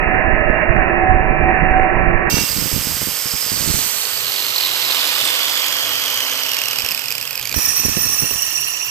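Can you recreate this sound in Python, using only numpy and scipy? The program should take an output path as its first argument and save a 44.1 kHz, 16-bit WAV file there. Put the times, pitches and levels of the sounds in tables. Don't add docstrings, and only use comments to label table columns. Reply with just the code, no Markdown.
import sys
import numpy as np
from scipy import signal
from scipy.fft import rfft, irfft, next_fast_len
from scipy.io import wavfile
from scipy.ndimage import map_coordinates

SR = 44100
rng = np.random.default_rng(int(sys.argv[2]) if len(sys.argv) > 2 else 0)


def unload_audio(sound):
    columns = np.transpose(np.atleast_2d(sound))
    steps = np.round(np.clip(columns, -1, 1) * 32767)
    wavfile.write(sys.argv[1], SR, steps.astype(np.int16))


N = 392490
T = np.arange(N) / SR
LIFT_S, POWER_OFF_S, TOUCH_S = 2.296, 2.45, 7.541
FULL_SPEED_HZ, TOP_HZ = 549, 14560

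# time in seconds, left lag in samples, left level in dB.
PAN = [(0, -2, -7.5), (2.3, 2, -5), (3.8, -2.5, -4.5), (4.3, -7, -3.5), (6.2, -6, -1.5), (7.2, -6, -5.5),
       (7.6, 2, -5.5), (8.9, 7, -5.5)]
# time in seconds, level of the lead gear tone in dB.
LOAD = [(0.0, -25), (0.25, -24), (0.41, -38), (1.1, -20), (1.31, -23.5), (1.38, -31), (1.5, -15.5),
        (1.57, -25), (1.85, -17), (1.93, -30.5), (1.99, -22), (2.28, -39)]
# frequency in Hz, level in dB.
RASP_EQ = [(88, -45.5), (150, -4.5), (298, -5.5), (353, -1), (468, -7.5), (621, -5), (693, -6), (755, 0),
           (833, -7), (1190, -5.5), (1280, -10.5), (1780, -3.5), (2800, -16.5), (3640, -34), (6160, -120)]
# time in seconds, level in dB.
GRIT_FADER = [(0.0, -23.5), (1.0, -23.5), (1.38, -26.5), (1.57, -21.5), (2.26, -24), (2.28, -19.5)]
# centre in seconds, half length in seconds, level in dB.
GRIT_SURGES = [(.15, 0.055, -3.5), (.62, 0.019, 1), (.8, 0.067, -2), (1.77, 0.056, -10)]
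RIM_SQUEAL = [(.56, 0.14, -32.5)]
# time in seconds, growl in dB, drone in dB.
BODY_FADERS = [(0, -39, -34), (.5, -37.5, -26), (.72, -32.5, -29.5), (1.05, -26, -31), (1.36, -35, -32),
               (1.48, -22.5, -34.5), (1.58, -38, -36), (1.86, -26.5, -30), (2.28, -29.5, -36.5)]
# pitch in Hz, level in dB, drift in dB per second, left level in dB.
GEAR_TONES = [(665, -40.5, -3, -4.5), (751, -25, 0, -7), (1135, -40, 4, -11), (1270, -41, -3, 0.5),
              (1325, -39, 1.5, -3.5), (1713, -33.5, -4.5, -14.5), (1723, -32, -1, -18.5),
              (1875, -31.5, -2.5, -11.5), (1943, -39, -5, -11), (2060, -39.5, -3, -15.5),
              (2373, -36, -1.5, -4), (2566, -41, -4, 2.5), (2740, -45, -2, 6.5)]
# frequency in Hz, level in dB.
YARD_EQ = [(25, -46), (85, -2), (125, 6.5), (190, -11.5), (600, -18), (2500, -55)]
BUFFET_EQ = [(3, -44.5), (9, -1.5), (18, 3), (45, -4), (90, -10.5), (200, -17), (450, -26.5),
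             (1000, -41.5)]
# time in seconds, distance in metres.
TOOL_DISTANCE = [(3.2, 0.49), (3.7, 0.44), (4.1, 0.31), (4.6, 0.2), (4.95, 0.13), (5.35, 0.12),
                 (6.55, 0.14), (6.9, 0.17), (7.25, 0.25), (8.9, 0.36)]
FAN_LAYERS = {"rush": (-34, 1, 0.96), "hiss": (-33.5, 0.89, 1.2), "whistle": (-26, 1.65, 0.25),
              "fizz": (-22, 1.24, 0.27), "slots": (-48.5, 3, 1.1)}
# frequency in Hz, level in dB.
RUSH_EQ = [(180, -31), (270, -3), (360, -13.5), (480, -1), (750, -1.5), (1100, 3.5), (1600, 2), (2400, 5),
           (3500, -2.5), (6000, -25.5)]
HISS_EQ = [(1500, -37), (2400, -3), (3000, 7), (3700, -0.5), (4800, 4.5), (6200, -6.5), (7500, -16),
           (9500, -39)]
WHISTLE_EQ = [(100, -18), (450, -12.5), (4500, -3), (6200, 1.5), (7200, 0), (8200, 4.5), (8800, 0.5),
              (9500, -16), (11000, -44)]
FIZZ_EQ = [(8500, -43), (9800, -6.5), (10800, -0.5), (12500, 4.5), (14000, 9.5), (14600, 5)]
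WHINE_EQ = [(6500, -2), (8300, 15), (9600, -15), (11200, 19), (14000, 8)]
WHINE_HARMONICS = [25, 49, 54]
# time in seconds, level in dB.
HUM_FADER = [(3.5, -51), (4.35, -46), (5.2, -49), (6.1, -51.5), (7.1, -58)]
# time in seconds, pitch in Hz, level in dB.
CHATTER_GLIDE = [(2.3, 5000, -27.5), (3.0, 4985, -32), (3.4, 5070, -26.5), (3.75, 4300, -29),
                 (3.87, 4406, -34), (4.15, 4520, -28.5), (4.42, 4236, -31), (4.56, 4108, -36),
                 (4.9, 3900, -27), (5.3, 3500, -24.5), (5.65, 3266, -27), (6.1, 3142, -24),
                 (6.6, 2900, -26), (7.1, 2850, -36.5), (7.5, 2434, -32)]
# pitch in Hz, width in Hz, level in dB.
CAGE_MODES = [(3080, 540, -31), (3780, 420, -29), (4270, 91, -32), (4760, 460, -38)]
HEAD_MODES = [(1840, 160, -17), (4230, 50, -20), (10400, 80, -22)]
# start in seconds, level in dB, pitch in Hz.
CATCH_CUES = [(4.5607, -7, 4200), (4.5815, -7.2, 4200), (4.606, -11, 4280), (4.6204, -12.8, 4190),
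              (4.649, -12.1, 4080), (4.6619, -11.6, 3980), (4.7172, -12.5, 3840), (5.2116, -10.5, 3490),
              (5.253, -9.5, 3520), (5.5738, -11.5, 3360), (5.6641, -12.5, 3410), (6.1744, -11.5, 3090),
              (6.4341, -12.4, 2950), (6.4639, -14.7, 2680), (6.4915, -14.7, 2710), (6.5168, -12.0, 2680),
              (6.5446, -12.5, 2680), (6.5677, -13.7, 2490), (6.5883, -13.0, 2760), (6.6163, -11.3, 2720),
              (6.6371, -12.6, 2950), (6.6568, -11.1, 2830), (6.6838, -10.1, 2780), (6.7103, -12.6, 2980),
              (6.7309, -12.6, 2440), (6.7589, -12.3, 2890), (6.7862, -9.3, 2530), (6.7966, -14.9, 2580),
              (6.8046, -15.5, 2560), (6.8205, -14.9, 2570), (6.8472, -14.6, 2650), (6.8622, -12.3, 2730),
              (6.8874, -11.2, 2600), (6.9088, -13.6, 2620), (6.9155, -12.8, 2610), (6.9201, -13.2, 2410),
              (6.9469, -11.2, 2600), (6.976, -13.6, 2510), (6.9931, -14.2, 2590), (7.0184, -19.0, 2560),
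              (7.0398, -18.7, 2540), (7.0575, -15.4, 2490), (7.0833, -13.8, 2540), (7.1044, -13.0, 2510),
              (7.1152, -15.1, 2510), (7.123, -13.0, 2530), (7.1519, -14.7, 2460), (7.1809, -14.6, 2540),
              (7.2122, -16.8, 2520), (7.2267, -16.8, 2460), (7.2527, -16.5, 3120), (7.2754, -16.6, 2530),
              (7.3079, -14.5, 2510), (7.3293, -18.5, 2500), (7.3544, -16.1, 2500), (7.3763, -14.2, 2520),
              (7.3952, -17.1, 2490), (7.4124, -19.2, 2490), (7.427, -16.5, 3250), (7.454, -13.8, 2410),
              (7.473, -15.4, 2350), (7.494, -16.1, 2480), (7.514, -15.9, 2460), (7.526, -14.5, 2400)]
# frequency in Hz, level in dB.
HOUSING_EQ = [(100, -51), (450, -1.5), (1500, -10.5), (2500, -3), (3650, -3), (5300, 0.5), (7900, -9),
              (9600, -32), (11000, -2.5), (13500, 3.5), (14500, -12)]
TICK_EQ = [(100, -54), (1500, -21), (4000, -16.5), (6200, 10.5), (9600, -42), (11200, -6), (13500, 3.5)]
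# pitch in Hz, level in dB, seconds to fall by 60 dB.
LIFT_RING = [(2274, -34, 0.23), (2750, -24.5, 0.5), (6000, -24, 0.3)]
# start in seconds, level in dB.
BUMP_CUES = [(2.38, -20), (7.541, -13), (7.964, -17.5)]
# frequency in Hz, level in dB.
CONTACT_EQ = [(100, -6), (1200, -3.5), (5000, -7), (14000, -16)]
# pitch at rest in Hz, nodal diameters, width in Hz,
# forward wave in dB, backward wave in dB, change in dB by the end of braking.
WHEEL_MODES = [(5716, 3, 45, -1, -6, 0), (9740, 4, 23, -8, -13.5, -3), (14530, 5, 25, -6.5, -2, -4.5)]
# time in seconds, level in dB.
RUB_FADER = [(7.57, -22.5), (7.68, -18), (7.95, -23), (8.07, -20), (8.6, -20.5), (8.9, -28)]
# centre in seconds, half length in seconds, typical eddy in dB.
DRAUGHT_SWEEPS = [(2.34, 0.086, -22.5), (2.7, 0.33, -30), (3.72, 0.17, -26.5), (6.85, 0.11, -41),
                  (8.0, 0.5, -36.5)]
# time in seconds, peak in dB.
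PUFF_CUES = [(2.333, -15), (2.412, -18.5), (2.566, -19.5), (2.586, -17), (2.659, -18.5), (2.741, -19),
             (2.763, -17.5), (2.872, -19.5), (3.018, -19), (3.073, -19), (3.259, -25.5), (3.339, -22.5),
             (3.52, -20), (3.61, -22), (3.677, -16.5), (3.746, -18), (7.565, -18), (7.579, -18),
             (7.853, -14), (7.885, -18.5), (7.971, -14.5), (8.063, -25.5), (8.223, -19), (8.237, -19),
             (8.311, -22)]
# time in seconds, pitch in Hz, level in dB.
GROAN_GLIDE = [(7.55, 2460, -34), (7.7, 2550, -34), (8.05, 2620, -36), (8.42, 2782, -31),
               (8.9, 2734, -30.5)]
# frequency in Hz, level in dB.
SCRAPE_EQ = [(100, -37.5), (300, -5), (700, -3.5), (1100, 4.5), (1550, -2.5), (2700, 2), (3600, -2.5),
             (4800, 3.5), (7000, 5), (10000, -32)]
SPRAY_EQ = [(400, -54), (4500, -13), (6300, 0), (8300, 0), (9300, -0.5), (11300, -7), (12600, -1.5),
            (14000, 3.5), (14600, 1.5)]
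# frequency in Hz, gain in dB.
LEFT_EQ = [(30, -6.5), (500, 3.5), (1100, 0), (4500, -2), (8000, -3.5), (9700, 3), (11000, 0.5),
           (14000, -6.5)]
MUFFLE_EQ = [(2720, 1.5), (2800, -4), (2950, -8), (3080, -28.5), (3500, -100)]


def amp(db):
    return 10 ** (np.asarray(db) / 20)


def unit(x):
    return x / np.sqrt(np.mean(x ** 2) + 1e-20)


def curves(rows):
    s, *columns = np.transpose(rows)
    return [np.interp(T, s, column) for column in columns]


def wobble(rate):
    knots = rng.standard_normal(int(N * rate / SR) + 4)
    return np.interp(T, T[::10], map_coordinates(knots, [T[::10] * rate]))


def filtered(x, response):
    size = next_fast_len(N + 8192)
    return irfft(rfft(x, size) * response(np.fft.rfftfreq(size, 1 / SR)), size)[..., :N]


def equalised(x, eq):
    points_hz, db = np.transpose(eq)
    return filtered(x, lambda hz: amp(np.interp(np.log(hz + 1), np.log(points_hz), db)))


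def noise(eq):
    return unit(equalised(rng.standard_normal(N), eq))


def phase_of(hz):
    return 2 * np.pi * np.cumsum(hz + np.zeros(N)) / SR


def rubbed(hz, width):
    kicks = rng.standard_normal((2, N))
    pole, skirt = np.exp(-np.pi * width / SR), np.exp(-np.pi * width * 8 / SR)
    swell = signal.lfilter([1], np.poly([pole, skirt]), kicks)
    phase = phase_of(hz)
    return unit(swell[0] * np.cos(phase) + swell[1] * np.sin(phase))


def fade_in(start_s, rise_s):
    return np.clip((T - start_s) / rise_s, 0, 1)


def swells(rows):
    return sum(amp(db) * np.exp(-((T - s) / half) ** 2) for s, half, db in rows)


def bursts(times, sizes, rise_s):
    age = np.arange(SR // 30) / SR / rise_s
    starts = np.bincount(np.clip(times * SR, 0, N - 1).astype(int), sizes, N)
    return signal.fftconvolve(starts, age * np.exp(1 - age))[:N]


def panned(x, left_db, scatter, turn=0, swirl=np.pi):
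    lag, shade_db = curves(PAN)
    analytic = signal.hilbert(x, next_fast_len(N))[:N]
    diffuse = np.real(analytic * np.exp(1j * (turn + swirl * wobble(100))))
    direct = map_coordinates(x, [np.arange(N) - lag], order=2)
    left = np.sqrt(1 - scatter) * direct + np.sqrt(scatter) * diffuse
    return np.array([amp(shade_db + left_db) * left, x])


def grinding(growl_hz=346, drone_hz=619, squeal_hz=2752):
    load_db, = curves(LOAD)
    grit_db, = curves(GRIT_FADER)
    lean_db = load_db - load_db.mean()
    scrape = noise(RASP_EQ) * amp(1.3 * wobble(190))
    low = unit(filtered(scrape, lambda hz: 1 / (1 + (hz / 1130) ** 40)))
    high = unit(filtered(scrape, lambda hz: 1 - 1 / (1 + (hz / 1370) ** 16)))
    rasp = amp(-25 + 0.047 * lean_db) * low + amp(grit_db - 2.5) * high
    rasp += amp(grit_db - 6.5) * swells(GRIT_SURGES) * high
    mesh = phase_of(1 + 0.00242 * wobble(6.1))
    growl_db, drone_db = curves(BODY_FADERS)
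    growl = amp(growl_db) * np.sin(growl_hz * mesh + .6 * wobble(35))
    drone = amp(drone_db) * rubbed(drone_hz, 32)
    squeal = swells(RIM_SQUEAL) * rubbed(squeal_hz, 12)
    buffet = amp(-26 + 0.32 * lean_db + 2.9 * wobble(7.91) + 3.6 * wobble(60)) * noise(BUFFET_EQ)
    pair = panned(rasp, left_db=-6.5, scatter=1)
    pair += panned(growl + drone + squeal, left_db=-7, scatter=0.24)
    pair += gears(mesh, load_db) + buffet * amp([[-26], [0]])
    return pair * (1 - fade_in(LIFT_S, 0.0045))


def gears(mesh, load_db, left_lead_s=.00014):
    strongest = max(row[1] for row in GEAR_TONES)
    pair = 0
    for hz, db, drift, left_db in GEAR_TONES:
        if db == strongest:
            level = load_db - .9 + 1.9 * wobble(27)
        else:
            level = db + drift * (T.clip(0, LIFT_S) - LIFT_S / 2) + 2.6 * wobble(4.52)
        phase = hz * mesh + 0.31 * wobble(45)
        left = amp(left_db) * np.sin(phase + 2 * np.pi * hz * left_lead_s)
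        pair += amp(level) * np.array([left, np.sin(phase)])
    return pair


def yard():
    return amp(-49.5 + 3 * wobble(12)) * np.array([noise(YARD_EQ), noise(YARD_EQ)])


def motor_speed(drag_s=7.5, friction_hz_per_s=20, brake_hz_per_s=128):
    coasting_s = np.clip(T - POWER_OFF_S, 0, TOUCH_S - POWER_OFF_S)
    friction_hz = friction_hz_per_s * drag_s
    free_hz = (FULL_SPEED_HZ + friction_hz) * np.exp(-coasting_s / drag_s) - friction_hz
    return free_hz - brake_hz_per_s * np.maximum(T - TOUCH_S, 0)


def fan_gain(layer, slab_m=.45):
    db, speed_power, near_power = FAN_LAYERS[layer]
    metres, = curves(TOOL_DISTANCE)
    return amp(db) * (motor_speed() / FULL_SPEED_HZ) ** speed_power * (slab_m / metres) ** near_power


def fan():
    jet = amp(7 * swells([(3.78, 0.26, 0)]))
    air = fan_gain("rush") * noise(RUSH_EQ) + fan_gain("hiss") * noise(HISS_EQ)
    air += jet * fan_gain("whistle") * noise(WHISTLE_EQ)
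    air += jet ** 0.44 * fan_gain("fizz") * noise(FIZZ_EQ)
    hum_db, = curves(HUM_FADER)
    speed = motor_speed()
    whine = fan_gain("slots") * amp(2.5 * wobble(7))
    whine *= sum(rubbed(np.minimum(k * speed, SR / 2), width=100) for k in WHINE_HARMONICS)
    blur = 1.5 * (1 - speed / FULL_SPEED_HZ) * wobble(40)
    rotor = amp(hum_db) * np.sin(phase_of(speed) + blur) + equalised(whine, WHINE_EQ)
    return panned(air + rotor, left_db=-5.5, scatter=0.34) * fade_in(LIFT_S, 0.0046)


def squeak(pitch, bite):
    phase = phase_of(pitch * (1 + .035 * wobble(800)))
    overtones = sum(size * np.sin(k * phase) * (k * pitch < TOP_HZ)
                    for k, size in enumerate([0.8, 0.87, 0.27, 0.5], 2))
    grit = 0.35 * (1 + bite) * rng.standard_normal(N)
    return unit(np.sin(phase) + bite * overtones + grit)


def bearing():
    pitch, chatter_db = curves(CHATTER_GLIDE)
    bite = np.clip((4700 - pitch) / 2000, .05, 1)
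    cage_turns = np.cumsum(motor_speed() * .24) / SR
    light_s = T[1:][np.diff(np.floor(cage_turns)) > 0]
    late, accent = rng.standard_normal((len(light_s), 2)).T
    pulses = unit(bursts(light_s + 0.0011 * late, amp(2.5 * accent), rise_s=0.002))
    hop = .024 * (1 - .75 * bite) * wobble(90)
    jitter = .06 * (1 - bite) * wobble(1500)
    chatter = amp(chatter_db) * squeak(pitch * (1 + hop + jitter), bite=0.58)
    cage_swell = swells([(4.77, 0.69, 0)])
    cage = cage_swell * sum(amp(db) * rubbed(hz, width) for hz, width, db in CAGE_MODES)
    s, db, hz = hard_catches()
    latest = np.maximum(np.searchsorted(s, T) - 1, 0)
    hard = bursts(s, amp(db - 2), rise_s=0.0009) * squeak(hz[latest], bite)
    ticks = bite ** 2 * bursts(s + 0.00043, amp(db + 2), rise_s=0.00018) * noise(TICK_EQ)
    sound = equalised(pulses * (chatter + cage) + hard, HOUSING_EQ) + ticks
    lifted = fade_in(LIFT_S, .003) * (1 - fade_in(TOUCH_S, .01))
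    return panned(sound * lifted, left_db=-0.5, scatter=1, turn=1, swirl=.3)


def hard_catches(start_s=4.3, end_s=6.42, gap_s=.021, fade_db_per_s=1):
    spacing, accent, detune = rng.standard_normal((100, 3)).T
    s = start_s + np.cumsum(gap_s * np.exp(.07 * spacing))
    db = -14 - fade_db_per_s * (s - start_s) + accent
    hz = np.interp(s, T, curves(CHATTER_GLIDE)[0]) * (1 + .025 * detune)
    rows = np.vstack([np.transpose([s, db, hz])[s < end_s], CATCH_CUES])
    return rows[np.argsort(rows[:, 0])].T


def wheel():
    spin = motor_speed() / 3.5
    rub_db, = curves(RUB_FADER)
    braked = fade_in(TOUCH_S, 1.36)
    waves = 0
    for hz, diameters, width, forward_db, backward_db, late_db in WHEEL_MODES:
        split = diameters * spin
        forward = amp(forward_db) * rubbed(hz + 0.5 * split, width)
        backward = amp(backward_db) * rubbed(hz - 1.5 * split, width)
        waves += amp(late_db * braked) * (forward + backward)
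    head = filtered(rng.standard_normal(N), lambda f: sum(
        amp(db) * np.sqrt(SR / (2 * width) / (1 + (2 * (f - hz) / width) ** 4))
        for hz, width, db in HEAD_MODES))
    rub = amp(rub_db - 3.5 + 1.6 * wobble(70)) * (waves + head) * fade_in(TOUCH_S, 0.0043)
    free_s = np.maximum(T - 2.4, 0)
    ring = sum(amp(db - 60 * free_s / t60) * np.sin(phase_of(hz) + 0.15 * wobble(29))
               for hz, db, t60 in LIFT_RING)
    bump_s, bump_db = np.transpose(BUMP_CUES)
    graze = amp(-27.5 - 60 * free_s / 0.086 + 2 * wobble(150)) * fade_in(LIFT_S, .003)
    contact = (graze + bursts(bump_s, amp(bump_db - 4.5), rise_s=0.0022)) * noise(CONTACT_EQ)
    return panned(rub + ring * fade_in(LIFT_S, 0.017) + contact, left_db=-2.5, scatter=0.75)


def draught(count=900, eddy_s=0.0007, flutter_s=0.0086):
    accent, sign, length = rng.standard_normal((count, 3)).T
    loose_s = rng.uniform(LIFT_S, T[-1], count)
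    loose_peak = np.interp(loose_s, T, swells(DRAUGHT_SWEEPS)) * amp(5 * accent) * np.sign(sign)
    eddies = list(zip(loose_s, loose_peak, length))
    for s, db in PUFF_CUES:
        for k in range(3):
            late, sign, length = rng.standard_normal(3)
            peak = amp(db - 4.5 * k) * np.sign(sign)
            eddies.append((s + k * flutter_s * np.exp(late / 4), peak, length))
    s, peak, length = np.transpose(eddies)[:, :, None]
    samples = (s * SR).astype(int) + np.arange(-SR // 80, SR // 80)
    passage = (samples / SR - s) / (eddy_s * np.exp(0.48 * length))
    thumps = peak * passage * np.exp(1 - abs(passage))
    push = np.bincount(samples.ravel(), thumps.ravel(), N)[:N]
    return np.array([amp(-37) * push, push])


def groan(width_hz=130, swing_hz=90, judder_db=3):
    hz, db = curves(GROAN_GLIDE)
    lap = phase_of(motor_speed() / 3.2) + wobble(12)
    tone = amp(db + judder_db * np.cos(lap)) * rubbed(hz + swing_hz * np.sin(lap), width_hz)
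    return panned(tone * fade_in(TOUCH_S, 0.0089), left_db=-1.5, scatter=0.65)


def sliding():
    speed = motor_speed()
    pace = speed / np.interp(TOUCH_S, T, speed)
    scrape = amp(-29) * pace ** 0.28 * noise(SCRAPE_EQ)
    spray = amp(-23) * pace ** 0.59 * noise(SPRAY_EQ)
    return panned((scrape + spray) * fade_in(TOUCH_S, 0.045), left_db=-2, scatter=0.93)


def scene():
    tool = grinding() + fan() + bearing() + wheel() + groan() + sliding() + draught()
    left, right = amp(5) * tool + yard()
    return np.array([equalised(left, LEFT_EQ), right])


def record(dry):
    clipped = np.clip(dry, -.8, .8)
    opened = fade_in(LIFT_S, .002)
    sound = equalised(clipped, MUFFLE_EQ) * (1 - opened) + clipped * opened
    return filtered(sound, lambda hz: np.clip((TOP_HZ - hz) / 100 + .5, 0, 1))


dry = scene()
out = record(dry)
unload_audio(out)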